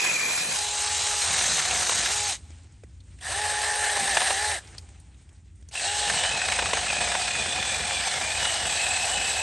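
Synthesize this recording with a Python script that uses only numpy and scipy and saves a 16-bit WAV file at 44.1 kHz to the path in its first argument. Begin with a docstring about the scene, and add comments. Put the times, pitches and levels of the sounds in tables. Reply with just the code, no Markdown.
"""Small chainsaw in winter woods

A battery chainsaw runs outdoors among bare trees, first close by, then fading to a view from farther off.
Gear noise rings through its casing, motor tones follow its speed, and the cut adds rasp, snags and squeals.
It runs free, slows in the wood, stops twice and starts again. Far traffic-like rumble, rustling leaves,
twig ticks and a thin scattered echo from the trees fill the pauses.
The finished sound, no part of the woods, ends steeply in the treble and flickers in a narrow band on top."""
import sys
import numpy as np
from scipy import signal
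from scipy.fft import rfft, irfft, next_fast_len
from scipy.io import wavfile
from scipy.ndimage import uniform_filter1d, map_coordinates

SR = 44100
rng = np.random.default_rng(int(sys.argv[2]) if len(sys.argv) > 2 else 0)


def log_audio(samples):
    """Write samples as a 16-bit WAV file to the path given in sys.argv[1]."""
    # one column per channel
    frames = np.atleast_2d(samples).T
    # limit to full scale, then quantise
    limited = np.clip(frames, -1, 1)
    pcm = np.round(limited * 32767).astype(np.int16)
    wavfile.write(sys.argv[1], SR, pcm)


def makeup_ratio(level_db):
    """Linear amplitude ratio for a level in decibels (20 dB per factor of ten)."""
    decades = np.asarray(level_db, float) / 20
    return 10 ** decades


N = 415422

# the view of the saw: fade to the far view starts, ends, then the saw is turned in each pause [s]
VIEW_TIMES = [.25, .6, 2.8, 5.2]
# how roughly the cut runs, lifting rasp and small snags: (time [s], lift [dB])
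ROUGHNESS = [(0, 0), (6.2, 0), (6.6, 2.5), (7.2, 2.5), (7.9, -1), (9.42, -3)]


def unit(x):
    """Scaled to rms 1."""
    return x / np.sqrt(np.mean(x ** 2) + 1e-20)


def read(points, t):
    """A (time, value) curve read at times t."""
    return np.interp(t, *np.transpose(points))


def along(points, hz):
    """(Hz, value) points read on a log frequency axis."""
    f, v = np.transpose(points)
    return np.interp(np.log(hz + 1), np.log(f + 1), v)


def wobble(rate):
    """A smooth random curve, rate knots a second."""
    return map_coordinates(rng.standard_normal(int(N * rate / SR) + 4), [np.arange(N) * rate / SR])


def filtered(x, response):
    """x times a response of frequency."""
    m = next_fast_len(N + SR // 2)
    return irfft(rfft(x, m) * response(np.fft.rfftfreq(m, 1 / SR)), m)[..., :N]


def hiss(spectrum):
    """Noise of rms 1, coloured by (Hz, dB per Hz) points."""
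    return unit(filtered(rng.standard_normal(N), lambda hz: makeup_ratio(along(spectrum, hz))))


def facing(t):
    """Share of each view of the saw (close, first, second, third) at times t."""
    place = np.interp(t, VIEW_TIMES[:2], [0, 1]) + (t > VIEW_TIMES[2]) + (t > VIEW_TIMES[3])
    return np.array([np.clip(1 - abs(place - view), 0, 1) for view in range(4)])


def motor(t):
    """Motor speed (0-1) under trigger and brake, load, bite (0-1), and the layer levels (dB) they call for."""
    # the trigger: (pressed [s], released [s])
    presses = [(-1, 2.256), (3.203, 4.49), (5.71, 11)]
    # how hard the chain bites the wood: (time [s], load [0 free, 1 heavy])
    load_curve = [(0, .8), (.47, .8), (.58, .06), (1.2, .09), (1.4, .85), (2.04, .85), (2.14, .11),
                  (2.4, .11), (3.4, .03), (3.9, .03), (4.05, .5), (4.09, .2), (4.18, 1), (4.28, .1),
                  (4.32, .06), (4.34, .5), (4.43, 0), (6.05, .12), (6.25, 1.05), (6.5, .75), (6.74, 1.1),
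                  (6.87, .6), (6.97, 1.1), (7.2, .75), (8.2, .75), (8.31, 1.6), (8.41, 1), (8.65, 1),
                  (8.8, .65), (9.1, 1), (9.27, .55), (9.42, .75)]
    # one row a view (close, first, second, third), each column pair free then cutting: (whine [dB] x2,
    # once-a-turn tone [dB] x2, casing band below 2.2 kHz against the whirr [dB] x2, rasp [dB] x2)
    layer_levels = [(-60, -60, -70, -70, -3.5, -3.5, -50, -50),
                    (-40, -45, -51, -55, -8.5, -6.5, -63, -46.5), (-36, -36, -47, -52, 1, -2, -67, -48.5),
                    (-35.5, -45, -50, -62, -4.5, -2.7, -62, -47)]
    spin_up_s, spin_up_bend = .09, 2  # time constant and shape of the rise
    brake_s, brake_bend = .122, 3  # time to standstill and shape of the fall
    touch, sink = .12, .3  # load at which the cutters touch the wood, and how much more sinks them fully
    speed = 0
    for on, off in presses:
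        rise = 1 - np.exp(-(np.clip(t - on, 0, None) / spin_up_s) ** spin_up_bend)
        fall = 1 - np.clip((t - off) / brake_s, 0, 1) ** brake_bend
        speed = speed + rise * fall
    load = np.clip(read(load_curve, t), 0, None)
    bite = np.clip((load - touch) / sink, 0, 1)
    db = np.transpose(layer_levels) @ facing(t)
    free_db, cutting_db = db[0::2], db[1::2]
    return speed, load, bite, free_db + bite * (cutting_db - free_db)


def colour_db(hz, t):
    """The saw's spectrum with its casing and bar resonances, changing with the view."""
    # colour of the running saw in the four views: (frequency [Hz], density [dB per Hz])
    close_colour = [(180, -33), (300, -16.5), (570, -17), (1140, -14.5), (1590, -16), (2080, -10),
                    (2840, -14.5), (4700, -13.5), (7590, -6.5), (8250, -14.5)]
    first_colour = [(180, -59), (300, -25), (480, -14.5), (800, -8), (1170, -10), (1660, -7.5),
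                    (3260, -5.5), (5490, -5), (6500, -3), (8690, -2), (9400, -8)]
    second_colour = [(180, -50), (300, -26.5), (480, -12), (760, -6), (950, -11), (1400, -11), (1770, 0),
                     (2200, -9), (3260, -12.5), (6910, -15.5), (8690, -8), (9500, -13)]
    third_colour = [(180, -41), (300, -22), (450, -8.5), (718, -2.5), (1210, -9), (1720, -2), (2550, -4.5),
                    (3210, -5), (5500, -8.5), (6910, -10), (8050, -3), (9380, -12)]
    # casing and bar resonances: (centre [Hz], width [Hz], lift close, first, second, third view [dB])
    resonances = [(795, 160, -0.5, 2, 4.7, 7.7), (1730, 170, 4, 3.1, 4.55, 4.6),
                  (2850, 52, -3, 1.8, 0.34, 1.4), (3500, 41, 5.5, 2.3, 4.5, 1.3),
                  (3980, 360, 5.5, 5.8, 3.4, 3.7), (6250, 280, 2.5, 3.3, 3.8, 4.2),
                  (8400, 570, 0.5, 1, 0.68, 2)]
    colours = (close_colour, first_colour, second_colour, third_colour)
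    views = np.array([along(colour, hz) for colour in colours])
    for centre_hz, width_hz, *lift_db in resonances:
        views = views + np.outer(lift_db, 1 / (1 + (2 * (hz - centre_hz) / width_hz) ** 2))
    return views.T @ facing(t)


def gears(turn):
    """Gear and chain rattle: noise pulsing once a motor turn, through the casing."""
    drive = rng.standard_normal(N) * (1 + .22 * np.cos(turn)) * makeup_ratio(0.94 * wobble(160))
    hz, t, z = signal.stft(drive, SR, nperseg=512)
    field = makeup_ratio(colour_db(hz, t))
    high, low = (hz > 3300) & (hz < 9500), (hz > 500) & (hz < 2200)
    field = field / np.sqrt(np.sum(field[high] ** 2, axis=0) / len(hz))  # the whirr sets the level
    casing_db = motor(t)[3][2] - 10 * np.log10(np.sum(field[low] ** 2, axis=0) / len(hz))
    lean = np.clip((3000 - hz) / 800, 0, 1)  # load shifts power between casing and whirr
    patches = uniform_filter1d(rng.standard_normal(z.shape), size=5, axis=0)
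    patches = uniform_filter1d(patches, size=9, axis=1)
    z = z * field * makeup_ratio(np.outer(lean, casing_db - 1.0) + 1.5 * unit(patches))
    return signal.istft(z, SR, nperseg=512)[1][:N]


def motor_tones(turn, whine_db, shaft_db, uneven):
    """The whine sounds twice a motor turn, the shaft tone once; both waver in level."""
    whine = makeup_ratio(whine_db + 1.5 * wobble(30) + 3 * uneven * wobble(8)) * np.sin(2 * turn)
    shaft = makeup_ratio(shaft_db + 0.77 * wobble(25)) * np.sin(turn)
    return np.sqrt(2) * (whine + shaft)


def cutting_rasp(teeth, rasp_db, bite):
    """Wood torn by the passing cutters: low noise shaped by their uneven bite."""
    # colour of the rasp: (frequency [Hz], density [dB per Hz])
    rasp_colour = [(70, -29.5), (120, -0.5), (200, 1), (330, -10.5), (520, -1.5), (900, -23), (2000, -42)]
    rough_db = bite * read(ROUGHNESS, np.arange(N) / SR)
    return makeup_ratio(rasp_db + rough_db + 3 * wobble(12)) * unit(teeth * hiss(rasp_colour))


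def squeals(teeth):
    """Narrow, rough notes that slide and change level as the bar works in the wood, throbbing with the cutters."""
    # squeal of bar and chain in the kerf, one row a note:
    # (start [s], end [s], first pitch [Hz], last pitch [Hz], first level [dB], last level [dB])
    notes = [(0, .16, 2490, 2470, -28, -29), (.16, .55, 2360, 2520, -33, -41),
             (1.39, 2.12, 6250, 6030, -33, -40), (5.755, 5.82, 2660, 2610, -30, -36),
             (5.85, 6.1, 2780, 2900, -41, -39), (6.12, 6.32, 2920, 3030, -37, -32),
             (6.29, 6.86, 2580, 2450, -33, -39), (6.875, 6.93, 2640, 2440, -30, -33),
             (6.93, 7.14, 2510, 2460, -33, -37), (7.15, 8, 2510, 2400, -34, -38),
             (7, 7.6, 3540, 3470, -44, -39), (7.58, 8.2, 3470, 3440, -36, -40),
             (7.97, 8.2, 2380, 2130, -38, -40), (8.22, 8.42, 2330, 2560, -34, -33),
             (8.4, 8.7, 2930, 2910, -35, -34), (8.69, 9.06, 2550, 2600, -32, -33),
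             (9.03, 9.42, 2920, 2950, -36, -40), (9.13, 9.45, 2590, 2580, -33, -31),
             (8.65, 9.45, 7780, 7800, -36, -36)]
    t, out = np.arange(N) / SR, np.zeros(N)
    for start, end, first_hz, last_hz, first_db, last_db in notes:
        done = np.interp(t, [start, end], [0, 1])
        fade = np.interp(t, [start - .02, start + .01, end - .03, end + .02], [0, 1, 1, 0])
        width_hz = first_hz / 15
        phase = 2 * np.pi * np.cumsum(first_hz + (last_hz - first_hz) * done) / SR
        note = .65 * np.cos(phase + 1.2 * wobble(40))  # a singing core inside the rough band
        for part in (np.cos, np.sin):
            note = note + (wobble(width_hz) + .5 * wobble(2.5 * width_hz)) * part(phase)
        level_db = first_db + (last_db - first_db) * done + 2 * wobble(18)  # random swell along a note
        out += makeup_ratio(level_db) * fade * unit(teeth * note)
    return out


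def saw():
    """Motor speed and load drive gears, tones and rasp; squeals and snags join at their own times."""
    # gear whirr at full speed: (time [s], level [dB])
    whirr_curve = [(0, -28.5), (.2, -30.5), (.42, -32), (.7, -30), (.95, -27.7), (1.3, -26.2), (1.6, -27.2),
                   (2.3, -28), (3.3, -33), (3.9, -29.7), (4.25, -29.5), (4.55, -32), (5.8, -31.5),
                   (6.05, -29), (6.6, -32), (7.2, -31), (7.8, -32.5), (8.4, -31), (9.42, -30.5)]
    free_hz, sag_hz, hunt_hz = 846, 150, 30  # whine running free, its drop and its hunting at load 1
    tones_grow, whirr_grows, whirr_dies = 4, .5, 1.5  # powers of the motor speed
    ring_out_s, ring_out_db = .018, -12  # the slack chain rattles on briefly
    t = np.arange(N) / SR
    speed, load, bite, (whine_db, shaft_db, _, rasp_db) = motor(t)
    hz = speed * (free_hz - load * (sag_hz + hunt_hz * wobble(9)))
    uneven = np.clip(2.5 * load - 1, 0, 1)  # a slowed motor runs unevenly
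    turn = np.pi * np.cumsum(uniform_filter1d(hz, size=800)) / SR + (.06 + .5 * uneven) * wobble(70)
    tones = motor_tones(turn, whine_db, shaft_db, uneven)
    teeth = makeup_ratio(1.05 * wobble(45))  # cutters bite unevenly
    teeth = teeth * (1 + .3 * np.cos(2 * np.pi * np.cumsum(42 + 6 * wobble(8)) / SR))  # and pass in a quick throb
    rasp = cutting_rasp(teeth, rasp_db, bite)
    whirr_db = read(whirr_curve, t) + .7 * wobble(14)
    rattle = makeup_ratio(whirr_db) * gears(turn) * teeth ** (0.28 * uneven)
    # rises early under power and dies early on the brake
    running = speed ** np.where(np.gradient(speed) < 0, whirr_dies, whirr_grows)
    keep = np.exp(-1 / (ring_out_s * SR))
    running = np.maximum(running, makeup_ratio(ring_out_db) * signal.lfilter([1 - keep], [1, -keep], running))
    return running * (rattle + rasp) + speed ** tones_grow * tones + squeals(teeth) + snags()


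def woods():
    """Distant rumble, and a patchy rustle of leaves and cloth with small crackles: two coloured noises."""
    # colour of the far rumble: (frequency [Hz], density [dB per Hz])
    rumble_colour = [(20, -42), (38, -19.5), (50, -10), (61, 5.5), (70, -5.5), (81, 5.5), (92, -1.5),
                     (125, -12.5), (200, -19.5), (320, -25.5), (500, -51)]
    # colour of the rustle: (frequency [Hz], density [dB per Hz])
    air_colour = [(180, -26.5), (300, -7), (514, -12), (1020, -17), (2080, -13), (4900, -19), (8150, -14),
                  (9150, -14), (9700, -40), (12600, -75.5), (21300, -120)]
    # far rumble, before its trim: (time [s], level [dB])
    rumble_curve = [(0.0, -70), (0.26, -61), (0.86, -51.5), (2.83, -49.5), (5.8, -51), (6.58, -47.5),
                    (7.5, -49), (9.42, -49)]
    # rustle, one list a pause, before its trim: (time [s], level [dB])
    rustle_curves = [
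        [(2.42, -58), (2.562, -59), (2.824, -65.5), (3.042, -65), (3.19, -58.5)],
        [(4.63, -55), (4.716, -51), (5.026, -62), (5.48, -66.5), (5.68, -66.5)],
    ]
    t = np.arange(N) / SR
    rumble = makeup_ratio(read(rumble_curve, t) + 3.2 + .8 * wobble(4.6)) * hiss(rumble_colour)
    z = signal.stft(hiss(air_colour), nperseg=256)[2]
    patches = uniform_filter1d(rng.standard_normal(z.shape), size=14, axis=0)
    patches = uniform_filter1d(patches, size=12, axis=1)
    air = unit(signal.istft(z * makeup_ratio(1.8 * unit(patches)), nperseg=256)[1][:N])
    crackle = 1 + 1.5 * np.clip(wobble(180) - 1.6, 0, 3)
    rustle_db = read(np.concatenate(rustle_curves), t) - 1.5 + 1.3 * wobble(19)
    return rumble + makeup_ratio(rustle_db) * crackle * air


def leaf_ticks():
    """Faint chance ticks underfoot, as (time s, level dB, Hz, thud dB) rows."""
    level_db, centre_hz, per_s = -47.5, 8200, 6
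    draw = rng.random((int(per_s * N / SR), 3))
    return [(s * N / SR, level_db + 5 * (u - .5), centre_hz * (.9 + .2 * v), -22) for s, u, v in draw]


def trees(x):
    """Trunks and the far bank scatter a thin, delayed tail, each frequency dying at its own speed."""
    # how long the woods ring: (frequency [Hz], t60 [s])
    decay_times = [(300, 0.87), (830, 2.8), (1500, 1.2), (4000, 1.33), (9000, 1.07)]
    hz, t, z = signal.stft(rng.standard_normal(SR), SR, nperseg=256)
    tail = signal.istft(z * makeup_ratio(-60 * t / along(decay_times, hz)[:, None]), SR, nperseg=256)[1]
    return signal.fftconvolve(np.pad(x, (1300, 0)), tail / np.linalg.norm(tail))[:N]


def flicker(mid):
    """Top band of the finished sound: thin noise that follows the treble and switches at random."""
    # the band before its filter: (time [s], level against the treble [dB], greatest share of time on [0-1])
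    flicker_curve = [(0, -25, .3), (.5, -22, .6), (4.6, -21, .8), (5.75, -26, .5), (6.1, -28, .1),
                     (7.4, -29, .1), (7.6, -26, .7), (9.42, -24, .6)]
    s, levels_db, shares = np.transpose(flicker_curve)
    t = np.arange(N) / SR
    db, share = np.interp(t, s, levels_db), np.interp(t, s, shares)
    treble = np.sqrt(abs(uniform_filter1d(filtered(mid, lambda hz: hz > 6000) ** 2, size=1024)))
    step = 1024  # samples between switches
    chance = share * np.clip(treble / makeup_ratio(-50), .2, 1)  # rarer in the quiet
    on = np.repeat(rng.random(N // step + 1), step)[:N] < chance
    noise = makeup_ratio(db) * treble * on * rng.standard_normal(N) * 6
    return filtered(noise, lambda hz: np.exp(-((hz - 11350) / 260) ** 4))


def small_snags():
    """Weak snags as the chain chatters in the kerf: (time s, level, knock, ring dB) rows."""
    chatter_s, scatter = .0345, .12  # interval of the chatter, and its unevenness as a share of it
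    level_db, spread_db = -22.5, 2.5
    draw = rng.standard_normal((int(N / SR / chatter_s), 4))
    s = chatter_s * (np.arange(len(draw)) + scatter * draw[:, 0])
    db = level_db + read(ROUGHNESS, s) + spread_db * draw[:, 1]
    rows = np.array([s, db, -15 + 3 * draw[:, 2], -10 + 3 * draw[:, 3]]).T
    return list(rows[(motor(s)[2] > .5) & (s > VIEW_TIMES[1])])


def snags():
    """A cutter snags in the wood: each is a short rough burst that rings casing and wood."""
    # the hardest snags, before trims: (time [s], level [dB], low knock and middle ring against it [dB])
    hard_snags = [(1.409, -14.5, -13, -12), (1.579, -14.5, -18, -14), (1.71, -13.5, -21, -17),
                  (1.894, -13, -14, -14), (1.919, -15, -13, -16), (2.057, -11.5, -32, -10),
                  (3.968, -18, -4, -19), (4.169, -8, -10, -8), (4.217, -13, -8, -21),
                  (4.305, -15, -10, -18), (5.752, -21, -18, -12),  (6.097, -11, -23, -5),
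                  (6.237, -14, -12, -21), (6.52, -9.5, -22, -12.5), (6.589, -10.5, -10, -6),
                  (6.622, -16.5, -7, -10), (6.657, -14, -14, -11), (6.733, -8.5, -13.5, -12.5),
                  (6.77, -14, -8, -7), (7.015, -16, -10, -10), (7.117, -21, -19, 2), (7.151, -14, -8, -9),
                  (8.452, -12, -21, -7.5)]
    out, t = np.zeros(N + SR), np.arange(SR // 30) / SR
    burst = np.exp(-t / .0065) * (1 - np.exp(-t / .0006))
    for s, db, knock_db, mid_db in hard_snags + small_snags():
        rings = [(760, knock_db + 9.5), (1700, mid_db + 4.5), (2600, -5.5), (3600, -10.5)]  # (Hz, dB)
        sound = 0.44 * rng.standard_normal(len(t))  # the crack
        for hz, level_db in rings:
            grit = uniform_filter1d(rng.standard_normal(len(t)), size=64)  # splintering spreads each ring
            sound = sound + makeup_ratio(level_db) * unit(grit) * np.sin(2 * np.pi * hz * t)
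        out[round(s * SR):][:len(t)] += makeup_ratio(db - 3.0) * burst * sound
    return filtered(out[:N], lambda hz: (1j * hz / (420 + 1j * hz)) ** 2)  # a small saw has no bass


def ticks():
    """Dry cracks of noise, each brightest around its own pitch, with a dull thud."""
    # trigger clicks, twigs and leaves, before trims:
    # (time [s], level [dB], pitch [Hz], thud against it [dB])
    placed_ticks = [(2.835, -37, 1960, 4), (3.0031, -42, 3940, -17), (3.037, -47.5, 7400, -17),
                    (3.1877, -38, 2250, -24), (3.2101, -33, 3310, -20), (4.6713, -38, 5000, -19),
                    (4.781, -22, 4800, -37), (4.9994, -40, 8800, -23), (5.1437, -47, 3360, -17),
                    (5.2905, -44.5, 2680, -13), (5.687, -32, 6330, -20), (5.7114, -36, 2500, -18)]
    out, t = np.zeros(N + SR), np.arange(SR // 20) / SR
    onset = 1 - np.exp(-t / .0007)
    for s, db, hz, thud_db in placed_ticks + leaf_ticks():
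        grit = rng.standard_normal((2, len(t)))
        pitched = unit(uniform_filter1d(grit[1], size=36)) * np.sin(2 * np.pi * hz * t)
        crack = 0.4 * np.diff(grit[0], prepend=0) + 0.49 * pitched
        thud = np.sin(2 * np.pi * (140 * t + 4 * (1 - np.exp(-t / .008))))  # falls in pitch
        thud = makeup_ratio(thud_db - 3 - 60 * t / .05) * thud
        out[round(s * SR):][:len(t)] += makeup_ratio(db - 2) * onset * (makeup_ratio(-60 * t / 0.037) * crack + thud)
    return out[:N]


def stereo_difference(mid):
    """Stereo difference: a weak, phase-scrambled copy of the common sound, its bands switching on and off."""
    # bands before their trim, apart from the close view:
    # (frequency [Hz], level against the common sound [dB], share of the time [0-1])
    band_levels = [(60, -22, .9), (340, -19, .95), (700, -18, .9), (1050, -19, .35), (1500, -18, .75),
                   (2100, -21, .35), (2800, -17, .75), (4000, -18, .75), (5000, -19, .45), (6000, -20, .15),
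                   (6750, -20, .05), (7000, -18, .9), (8100, -18, .85), (8500, -20, .02), (8900, -8, .7),
                   (10300, -6, .85), (10900, -12, .3), (11200, -60, 0)]
    hz, t, z = signal.stft(mid, SR, nperseg=1024)
    at, level_db, share = np.transpose(band_levels)
    wide = (hz > 2100) * (abs(hz - 6100) > 900)
    # the close view is wider
    close = np.outer(wide, np.interp(t, [VIEW_TIMES[1] - .1, VIEW_TIMES[1] + 0.15], [1, 0]))
    band = (9 * np.log2(hz + 700)).astype(int)
    draw = rng.random((band.max() + 1, len(t) // 4 + 1))[band][:, np.arange(len(t)) // 4]
    on = draw < np.interp(hz, at, share)[:, None] + .8 * close
    gain = makeup_ratio(np.interp(hz, at, level_db)[:, None] + 14.5 * close)
    z = z * on * gain * np.exp(2j * np.pi * rng.random(z.shape))
    return 1.48 * signal.istft(z, SR, nperseg=1024)[1][:N]


def scene():
    """Saw, ticks, echo and woods summed, then spread over two channels by a weak stereo difference."""
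    near = saw() + ticks()
    mid = near + makeup_ratio(-33) * trees(near) + woods()
    side = stereo_difference(mid)
    return np.array([mid + side, mid - side])


def top_cut(x):
    """Nothing passes above the cut-off."""
    return signal.sosfilt(signal.butter(12, 11770, fs=SR, output="sos"), x)


def record(dry):
    """Finishes the mix: the common treble is cut at a steep, ragged edge and a flickering band added above."""
    # the edge, before its raggedness: (time [s], frequency [Hz])
    edge_curve = [(0, 8140), (.27, 8220), (.4, 8900), (.5, 9470), (4.5, 9670), (6, 9536), (9.42, 9530)]
    mid, side = (dry[0] + dry[1]) / 2, (dry[0] - dry[1]) / 2
    hz, t, z = signal.stft(mid, SR, nperseg=1024)
    ragged_hz = 120 * np.repeat(rng.standard_normal(len(t)), 2)[:len(t)]
    edge_hz = read(edge_curve, t) + ragged_hz
    mid = signal.istft(z * (hz[:, None] < edge_hz), SR, nperseg=1024)[1][:N]
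    mid = mid + flicker(mid)
    return top_cut(np.array([mid + side, mid - side]))


dry = scene()
out = record(dry)
log_audio(out)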